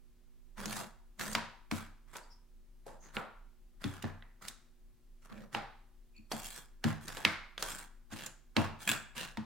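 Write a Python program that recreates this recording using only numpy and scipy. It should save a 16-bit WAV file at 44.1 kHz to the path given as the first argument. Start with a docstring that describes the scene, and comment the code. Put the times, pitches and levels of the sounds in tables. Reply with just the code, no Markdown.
"""Cardboard jigsaw pieces click, slide and rasp as a hand sifts them in a tray in a small, live room.
Clicks are coloured noise bursts with one resonant note; sliding is filtered noise broken into grains.
Fingertips thump the tray, a flipped piece chatters and a cuff tinkles, all as sums of damped modes.
Dragging fingertips make the board groan and edges squeak, both as band-shaped noise.
Beneath lie still air, a sinusoidal mains hum and a rumble of narrow-band noise that swells and sinks."""
import sys
import numpy as np
from scipy import signal
from scipy.fft import rfft, irfft, next_fast_len
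from scipy.io import wavfile
from scipy.ndimage import uniform_filter1d

SR = 44100
rng = np.random.default_rng(int(sys.argv[2]) if len(sys.argv) > 2 else 0)


def to_wav(sig):
    """Store sig (one row per channel, or 1-D mono) as 16-bit WAV at the path in sys.argv[1].

    Samples outside -1..1 are clipped; the rate is SR.
    """
    pcm = np.clip(np.atleast_2d(sig), -1, 1) * 32767
    pcm = np.round(pcm).astype(np.int16)
    wavfile.write(sys.argv[1], SR, pcm.T)  # frames by channels


N = 416724

# level of the side signal relative to the common one, setting the stereo width: (f/Hz, level/dB)
STEREO_WIDTH = [(60, -6.5), (140, -2), (250, -2), (500, -5), (1000, -7), (2200, -8), (5000, -3.5)]
# modes of a cardboard piece: (f/Hz, level/dB, t60/s)
PIECE_MODES = [(1683, -2, 0.028), (2300, -2.5, 0.014), (2685, 4, 0.02), (3400, -0.5, 0.018),
               (7750, 6.5, 0.005)]
# rise in level from the ends of a stroke to its middle, where the hand is fastest
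SCRAPE_SWELL_DB, HISS_SWELL_DB, GROAN_SWELL_DB = -0.5, 4.5, 0


def amp(db):
    """Level to amplitude: 20 dB is a factor of ten."""
    return 10 ** (np.asarray(db) / 20)


def unit(x):
    """Normalisation to an rms of 1."""
    return x / np.sqrt(np.mean(x ** 2) + 1e-20)


def along(points, hz):
    """Interpolation of (f/Hz, value) points on a logarithmic frequency axis."""
    f, values = np.transpose(points)
    return np.interp(np.log(hz + 1), np.log(f + 1), values)


def curves(rows):
    """Linear interpolation in time: one value per sample for each column after t/s."""
    knot_s, *columns = np.transpose(rows)
    return [np.interp(np.arange(N) / SR, knot_s, column) for column in columns]


def wobble(rate):
    """Random fluctuation: random knots, rate of them a second, joined by lines."""
    knots = rng.standard_normal(int(N * rate / SR) + 2)
    return np.interp(np.arange(N) * rate / SR, np.arange(len(knots)), knots)


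def colour(x, points):
    """Minimum-phase filtering: the folded cepstrum of a (f/Hz, level/dB) gain gives a causal response."""
    n = x.shape[-1]
    half = next_fast_len(n // 2 + 2048)
    hz = np.fft.rfftfreq(2 * half, 1 / SR)
    cepstrum = irfft(np.log(amp(along(points, hz))))
    cepstrum[1:half] *= 2
    cepstrum[half + 1:] = 0
    response = np.exp(rfft(cepstrum))
    return irfft(rfft(x, 2 * half) * response)[..., :n]


def spread(mid, side):
    """Sum and difference stereo: an unrelated side signal lowers the coherence of left and right."""
    side = colour(side, STEREO_WIDTH)
    return np.array([mid + side, mid - side])


def noise(points):
    """Spectral shaping: stereo Gaussian noise of rms 1 with (f/Hz, level/dB) as its spectrum."""
    m = next_fast_len(N)
    hz = np.fft.rfftfreq(m, 1 / SR)
    mid_gain = amp(along(points, hz))
    side_gain = mid_gain * amp(along(STEREO_WIDTH, hz))
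    spectra = rfft(rng.standard_normal((2, m))) * [mid_gain, side_gain]
    mid, side = irfft(spectra, m)[:, :N]
    return unit(np.array([mid + side, mid - side]))


def levelled(x, seconds):
    """Short-term level: the mean of both sides gets an rms of 1 over its first moments."""
    opening = x.mean(axis=0)[:int(seconds * SR)]
    return x / np.sqrt(np.mean(opening ** 2) + 1e-20)


def add(track, s, x):
    """Linear superposition of x on the track from time s."""
    start = max(round(s * SR), 0)
    part = track[:, start:start + x.shape[1]]
    part += x[:, :part.shape[1]]


def room(x, gap=0.0006, build=0.0049):
    """Diffuse reverberation: a fresh noise tail decays exponentially, at its own rate in each band."""
    # reverberation time: (f/Hz, t60/s)
    reverberation = [(100, 0.62), (260, 0.3), (950, 0.55), (4800, 0.5), (9000, 0.36), (15000, 0.093)]
    # initial spectrum of the tail: (f/Hz, level/dB)
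    tail_tone = [(400, 0), (1400, -1.5), (3200, -9), (15000, -3.5)]
    hz, t, z = signal.stft(rng.standard_normal((2, SR // 2)), SR, nperseg=256)
    tone_db = along(tail_tone, hz)[:, None]
    decay = amp(tone_db - 60 * t / along(reverberation, hz)[:, None])
    tail = signal.istft(z * decay, SR, nperseg=256)[1]
    # silence for gap seconds, then a linear build-up
    tail = tail * np.clip((np.arange(tail.shape[1]) / SR - gap) / build, 0, 1)
    tail = spread(*tail) / np.sqrt(SR * 0.027)  # about the energy of the direct sound
    return signal.fftconvolve(x.mean(axis=0)[None], tail, axes=1)


def ring(modes, attack, scatter_db=2.5):
    """Modal synthesis: damped sinusoids of random strength, tuning and phase between the two sides."""
    t = np.arange(SR // 3) / SR
    hz, db, t60 = np.transpose(modes)[:, :, None]
    size, detune, skew, phase = rng.standard_normal((4, len(modes), 1))
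    envelope = amp(db + scatter_db * size - 60 * t / t60) * (1 - np.exp(-t / attack))
    angle = 2 * np.pi * (hz * (1 + 0.036 * detune) * t + phase)
    turn = np.arctan(amp(along(STEREO_WIDTH, hz))) * np.sign(skew)
    return np.array([(envelope * np.sin(angle + side * turn)).sum(axis=0) for side in (1, -1)])


def resonate(x, hz, q=16, lift_db=9):
    """Resonance: a second-order peak of quality factor q lifts one narrow note out of x."""
    note = signal.lfilter(*signal.iirpeak(hz, q, SR), x)
    return x + (amp(lift_db) - 1) * note


def struck(blows, modes, attack, length, room_db, grit=0):
    """Impact excitation: blows ring the modes, with contact noise; levels refer to the first length s."""
    out = np.zeros((2, N))
    for s, db in blows:
        blow = levelled(ring(modes, attack), length)
        contact = np.exp(-np.arange(blow.shape[1]) / (length * SR))
        blow = amp(db) * (blow + grit * contact * rng.standard_normal(len(contact)))
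        add(out, s, blow)
        add(out, s, amp(room_db) * room(blow))
    return out


def strokes(rows, swells_db):
    """Friction envelope: quick grip, easing, a swell with hand speed, and release, per level column."""
    attack_s, release_s = 0.045, 0.23  # times for 60 dB
    ease_db_per_s = 6.5
    t = np.arange(0, N / SR, 0.001)
    start, length, *levels = np.transpose(rows)[:, :, None]
    since = t - start
    speed = np.sin(np.pi * np.clip(since / length, 0, 1))
    before, after = np.maximum(-since, 0), np.maximum(since - length, 0)
    grip_db = -60 * (before / attack_s + after / release_s)
    grip_db = grip_db - ease_db_per_s * np.clip(since, 0, length)
    # where strokes overlap, the loudest sets the level
    loudest = [(db + grip_db + swell * (speed - 1)).max(axis=0) for db, swell in zip(levels, swells_db)]
    return curves(np.column_stack([t, *loudest]))


def patchy(x, depth_db, bins=4, frames=9):
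    """Spectral modulation: each passing piece favours its own bands for a few hundredths of a second."""
    z = signal.stft(x, nperseg=512)[2]
    field = uniform_filter1d(rng.standard_normal(z.shape[1:]), bins, 0)
    field = uniform_filter1d(field, frames, 1)
    return signal.istft(z * amp(depth_db * unit(field)), nperseg=512)[1][:, :N]


def piece_ring(x, ring_db=-7):
    """Resonant response: rubbing noise convolved with the pieces' modes."""
    body = ring(PIECE_MODES, attack=0.00017, scatter_db=2)
    body = body / np.linalg.norm(body[0]) * amp(ring_db)
    return signal.fftconvolve(x.mean(axis=0)[None], body, axes=1)[:, :N]


def background(air_db=-74, rumble_db=-57):
    """Stationary sources: shaped air noise, mains harmonics, and narrow-band noise that swells and sinks."""
    # relative spectrum of still air: (f/Hz, level/dB)
    air_spectrum = [(35, -94), (70, -77.5), (130, -80), (300, -85.5), (800, -94), (5000, -101),
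                    (15500, -104)]
    # mains harmonics: (f/Hz, rms level/dB)
    mains_harmonics = [(120, -82.5), (240, -78.5), (360, -82.5)]
    t = np.arange(N) / SR
    hum = sum(amp(db) * np.sin(2 * np.pi * (hz * t + rng.random())) for hz, db in mains_harmonics)
    rumble = noise([(19, -28.5), (26, -1.0), (34, -17.5), (200, -76)])
    return amp(air_db) * noise(air_spectrum) + np.sqrt(2) * hum + amp(rumble_db) * rumble


def cuff_tinkle():
    """Modal ringing: the cuff's small, high modes sound at each tinkle."""
    # tinkles: (t/s, level/dB)
    tinkles = [(6.164, -64.5), (6.178, -64)]
    # modes of the cuff: (f/Hz, level/dB, t60/s)
    cuff_modes = [(2470, -28, 0.068), (4580, -11, 0.016), (7030, -18.5, 0.018)]
    return struck(tinkles, cuff_modes, attack=0.0041, length=0.011, room_db=-2.0)


def groan():
    """Friction-driven resonance: a dragging fingertip feeds the board's low resonance near 210 Hz."""
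    # drags of a fingertip: (start t/s, duration/s, level/dB)
    drags = [(.59, 0.26, -47.5), (1.2, 0.12, -45.5), (3.17, 0.024, -45), (5.32, 0.13, -48.5)]
    level_db, = strokes(drags, [GROAN_SWELL_DB])
    board = noise([(70, -18.0), (150, -13.0), (180, -17.5), (210, 4.0),
                   (250, -21.5), (600, -18.0), (1500, -54.5)])
    return amp(level_db) * board


def squeaks(room_db=-6):
    """Stick-slip friction: uneven slips of a piece's edge, as noise crowded around one pitch."""
    # squeaks: (start t/s, duration/s, pitch f/Hz, level/dB)
    slips = [(2.228, .02, 4700, -67), (2.307, 0.033, 5220, -61.5), (3.01, 0.073, 6470, -62),
             (6.149, 0.051, 2510, -65)]
    flank = 1.2  # frequency ratio from the pitch to the skirt
    skirt_db, swell_db = -24.5, 6  # gain at the skirt; rise towards mid-stroke
    out = np.zeros((2, N))
    for start, length, hz, db in slips:
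        level_db, = strokes([(start, length, db)], [swell_db])
        band = [(hz / 10, 2 * skirt_db), (hz / flank, skirt_db), (hz, 0),
                (hz * flank, skirt_db), (hz * 10, 2 * skirt_db)]
        out += amp(level_db) * noise(band)
    return out + amp(room_db) * room(out)[:, :N]


def piece_chatter():
    """Repeated impact: a flipped piece rings its modes at each blow as it settles."""
    # blows: (t/s, level/dB)
    settling_blows = [(8.8762, -29), (8.8915, -26), (8.8985, -30), (8.9155, -30), (8.9355, -48)]
    return struck(settling_blows, PIECE_MODES, attack=0.000074, length=0.0052, room_db=-3, grit=0.56)


def tray_thumps():
    """Soft impact: fingertips excite the low modes of the tray's base with a slow attack."""
    # landings of fingertips: (t/s, level/dB before the stereo balance)
    landings = [(0.658, -49.5), (1.355, -45.5), (1.72, -38.5), (3.847, -39), (4.037, -41), (5.555, -49.5),
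                (6.185, -62), (6.332, -48), (6.849, -32.5), (7.253, -43), (8.124, -50.5), (8.57, -31.5),
                (8.895, -48), (9.164, -59), (9.376, -43.5)]
    # modes of the tray: (f/Hz, level/dB, t60/s)
    tray_modes = [(92, -15.5, 0.31), (117, -13, 0.2), (154.8, -13.5, 0.25), (219, 2, 0.11),
                  (270, -2.5, 0.063), (306, -9.5, 0.14), (381, -13, 0.085)]
    thumps = struck(landings, tray_modes, attack=0.013, length=0.063, room_db=-8.0)
    balance_db = [[1.2], [-1.2]]  # left, right
    return thumps * amp(balance_db)


def sliding(grain_db=2.5, catch_db=2.2, room_db=-7, snag_rate=170, snag=1.5, snag_life=0.001):
    """Granular friction: fibres catch and slip, scraping the bodies, hissing on faces, rasping at edges."""
    # pieces pushed over each other and the base, before the stereo balance:
    # (start t/s, duration/s, scrape level/dB, hiss level/dB)
    pushes = [(.579, .085, -49.5, -54.5), (.685, 0.13, -46.5, -44), (1.199, 0.16, -48, -47),
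              (1.722, 0.093, -51, -51), (2.135, 0.02, -50, -53), (2.085, .045, -66, -72.5),
              (2.87, 0.0513, -59, -68), (3.03, 0.06, -59, -75.5), (3.149, 0.012, -48.5, -49),
              (3.815, 0.16, -54.5, -60), (4.024, 0.053, -52.5, -85), (4.423, 0.06, -53.5, -55),
              (5.228, 0.033, -65, -68), (5.3, 0.12, -57.5, -82.5), (5.533, 0.029, -47, -57),
              (6.315, 0.29, -56, -47.5), (6.845, 0.069, -44, -55), (7.015, 0.072, -58, -59.5),
              (7.08, 0.23, -47.5, -55), (7.598, 0.21, -50.5, -46.5), (8.118, 0.16, -50.5, -53.5),
              (8.57, .075, -46.5, -57), (8.805, 0.1, -58.5, -52), (8.878, 0.059, -39.5, -39.5),
              (9.163, .088, -46, -48)]
    # a cut edge drawn across other pieces, before the stereo balance: (start t/s, duration/s, level/dB)
    edge_strokes = [(8.125, 0.15, -52), (8.88, 0.044, -43), (9.17, 0.082, -43)]
    # relative spectra of bodies, faces and edges: (f/Hz, level/dB)
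    scrape_spectrum = [(70, -24.5), (130, 6), (260, -2), (450, -5.5), (950, -1.5), (1250, 1.5), (1680, 1),
                       (2200, -7), (2750, -10.5), (4000, -14), (6000, -17.5), (12000, -29)]
    hiss_spectrum = [(1200, -17.5), (1750, -5), (2700, -6.5), (3700, 2), (5300, -3.5), (8500, 1.5),
                     (11000, -4.5), (15500, -9.5)]
    rasp_spectrum = [(900, -27), (1700, 1.5), (2200, -13), (2750, 5.5), (3150, -3), (3900, -3.5),
                     (12000, -27.5)]

    scrape_db, hiss_db = strokes(pushes, [SCRAPE_SWELL_DB, HISS_SWELL_DB])
    rasp_db, = strokes(edge_strokes, [HISS_SWELL_DB])
    # fibres and tabs snag about 170 times a second: tiny ticks of random size
    snags = (rng.random(N) < snag_rate / SR) * rng.random(N) * 2 * snag
    ticks = signal.lfilter([1], [1, -np.exp(-1 / (snag_life * SR))], snags)
    catching = amp(catch_db * wobble(70) + grain_db * wobble(900)) + ticks
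    scrape = amp(scrape_db) * unit(catching * patchy(noise(scrape_spectrum), depth_db=3))
    hiss = amp(hiss_db) * unit(catching * patchy(noise(hiss_spectrum), depth_db=3.8))
    rasp = amp(rasp_db) * unit(catching * noise(rasp_spectrum))
    balance_db = [[-0.6], [0.6]]  # left, right
    rustle = (scrape + hiss + rasp + piece_ring(hiss)) * amp(balance_db)
    return rustle + amp(room_db) * room(rustle)[:, :N]


def clicks(t60=0.035, snap=2.97, snap_t60=0.012, rise=0.003, board_level_db=-1.0, card_db=3):
    """Heavily damped impact: stiff card gives a snap and a few milliseconds of dense ringing."""
    # a piece is tapped, snaps over its neighbour or drops: (t/s, level/dB before the stereo balance,
    # hollow tone level/dB relative to the board level, bright edge level/dB, ringing note f/Hz)
    impacts = [(0.6573, -41.5, 4.5, 1.5, 6600), (1.1953, -47, 0, -0.5, 1680), (1.211, -41, 3, -2.5, 1680),
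               (1.331, -46, -11, 13, 4730), (1.3511, -30, 1.5, -13.5, 950), (1.7136, -38.5, 7.5, -8, 2300),
               (2.1566, -52, 9, -22, 944), (2.168, -51.5, 1, 15.5, 3600), (2.8654, -53.5, 29, 9.5, 553),
               (3.168, -37.5, 9.5, -35, 1393), (3.841, -42.5, 5, -12.5, 3400), (4.025, -51.5, -9, -1, 2920),
               (4.042, -44.5, 11, -25, 1730), (4.224, -57, -1, -44, 1950), (4.4834, -43.5, -10, 6.5, 3750),
               (5.5481, -34.5, 5, -21.5, 808), (6.3165, -40.5, 11.5, -10, 740), (6.3199, -42, 6, 1, 4550),
               (6.841, -37, 7.5, -12, 1660), (7.082, -46, 0.5, 5.5, 4860), (7.1703, -45, 13, -6, 1660),
               (7.2499, -24.5, -2.5, -17, 2190), (7.579, -43, 3, -13, 3400), (7.6256, -36.5, 7.5, 0, 1574),
               (8.2631, -45.5, -10, 11, 7000), (8.5664, -30, 12, -13.5, 2700), (9.3721, -45, 6, -15, 900)]
    # the more the board below takes part in a click, the more the room answers
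    click_room_db, room_per_hollow = -1, 0.24
    balance_db = [[-1.0], [1.0]]  # left, right
    lead = SR // 100  # samples ahead of the contact
    out, t = np.zeros((2, N)), np.arange(-lead, SR // 12) / SR
    for s, db, hollow_db, edge_db, note_hz in impacts:
        # the onset swells briefly, longer for a bright click than for a dull one
        swell = np.exp(np.minimum(t, 0) / (rise * amp(edge_db / 2)))
        envelope = amp(-60 * np.abs(t) / t60) * swell * np.where(t < 0, 0.5, 1)
        burst = rng.standard_normal((2, len(t))) * envelope
        # the snap lifts the common signal, less so for a bright edge
        snap_decay = (t >= 0) * amp(-60 * np.abs(t) / snap_t60)
        burst[0] *= 1 + snap * snap_decay / (1 + 2 * amp(edge_db))
        # a broad hollow plateau from the board below, the card's own middle band, and the edge's treble
        board_db = hollow_db + board_level_db
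        tone = [(100, board_db - 14.5), (500, board_db - 1.5), (900, board_db), (1500, card_db),
                (2200, card_db), (3900, card_db + edge_db / 5), (7500, edge_db), (15000, edge_db - 11.5)]
        ringing = resonate(colour(burst, tone), note_hz)
        click = amp(db) * levelled(spread(*ringing), 0.01153)
        add(out, s - lead / SR, click * amp(balance_db))
        # the room hears the piece from all sides, so its answer keeps only the broad colour and the note
        radiated = resonate(colour(np.where(t == 0, 1.0, 0.0), tone), note_hz)
        radiated = radiated * np.linalg.norm(click.mean(axis=0)) / np.linalg.norm(radiated)
        room_db = click_room_db + room_per_hollow * hollow_db
        add(out, s - lead / SR, amp(room_db) * room(radiated[None]))
    return out


def scene():
    """Superposition of the pieces, the tray and the cuff over the room's background."""
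    impacts = clicks() + tray_thumps() + piece_chatter() + cuff_tinkle()
    friction = sliding() + squeaks() + groan()
    return impacts + friction + background()


def record(dry):
    """Band limiting: the recorder keeps nothing from its upper limit upwards."""
    top_hz = 16050
    m = next_fast_len(N + SR // 2)
    passed = np.fft.rfftfreq(m, 1 / SR) < top_hz
    return irfft(rfft(dry, m) * passed, m)[:, :N]


dry = scene()
out = record(dry)
to_wav(out)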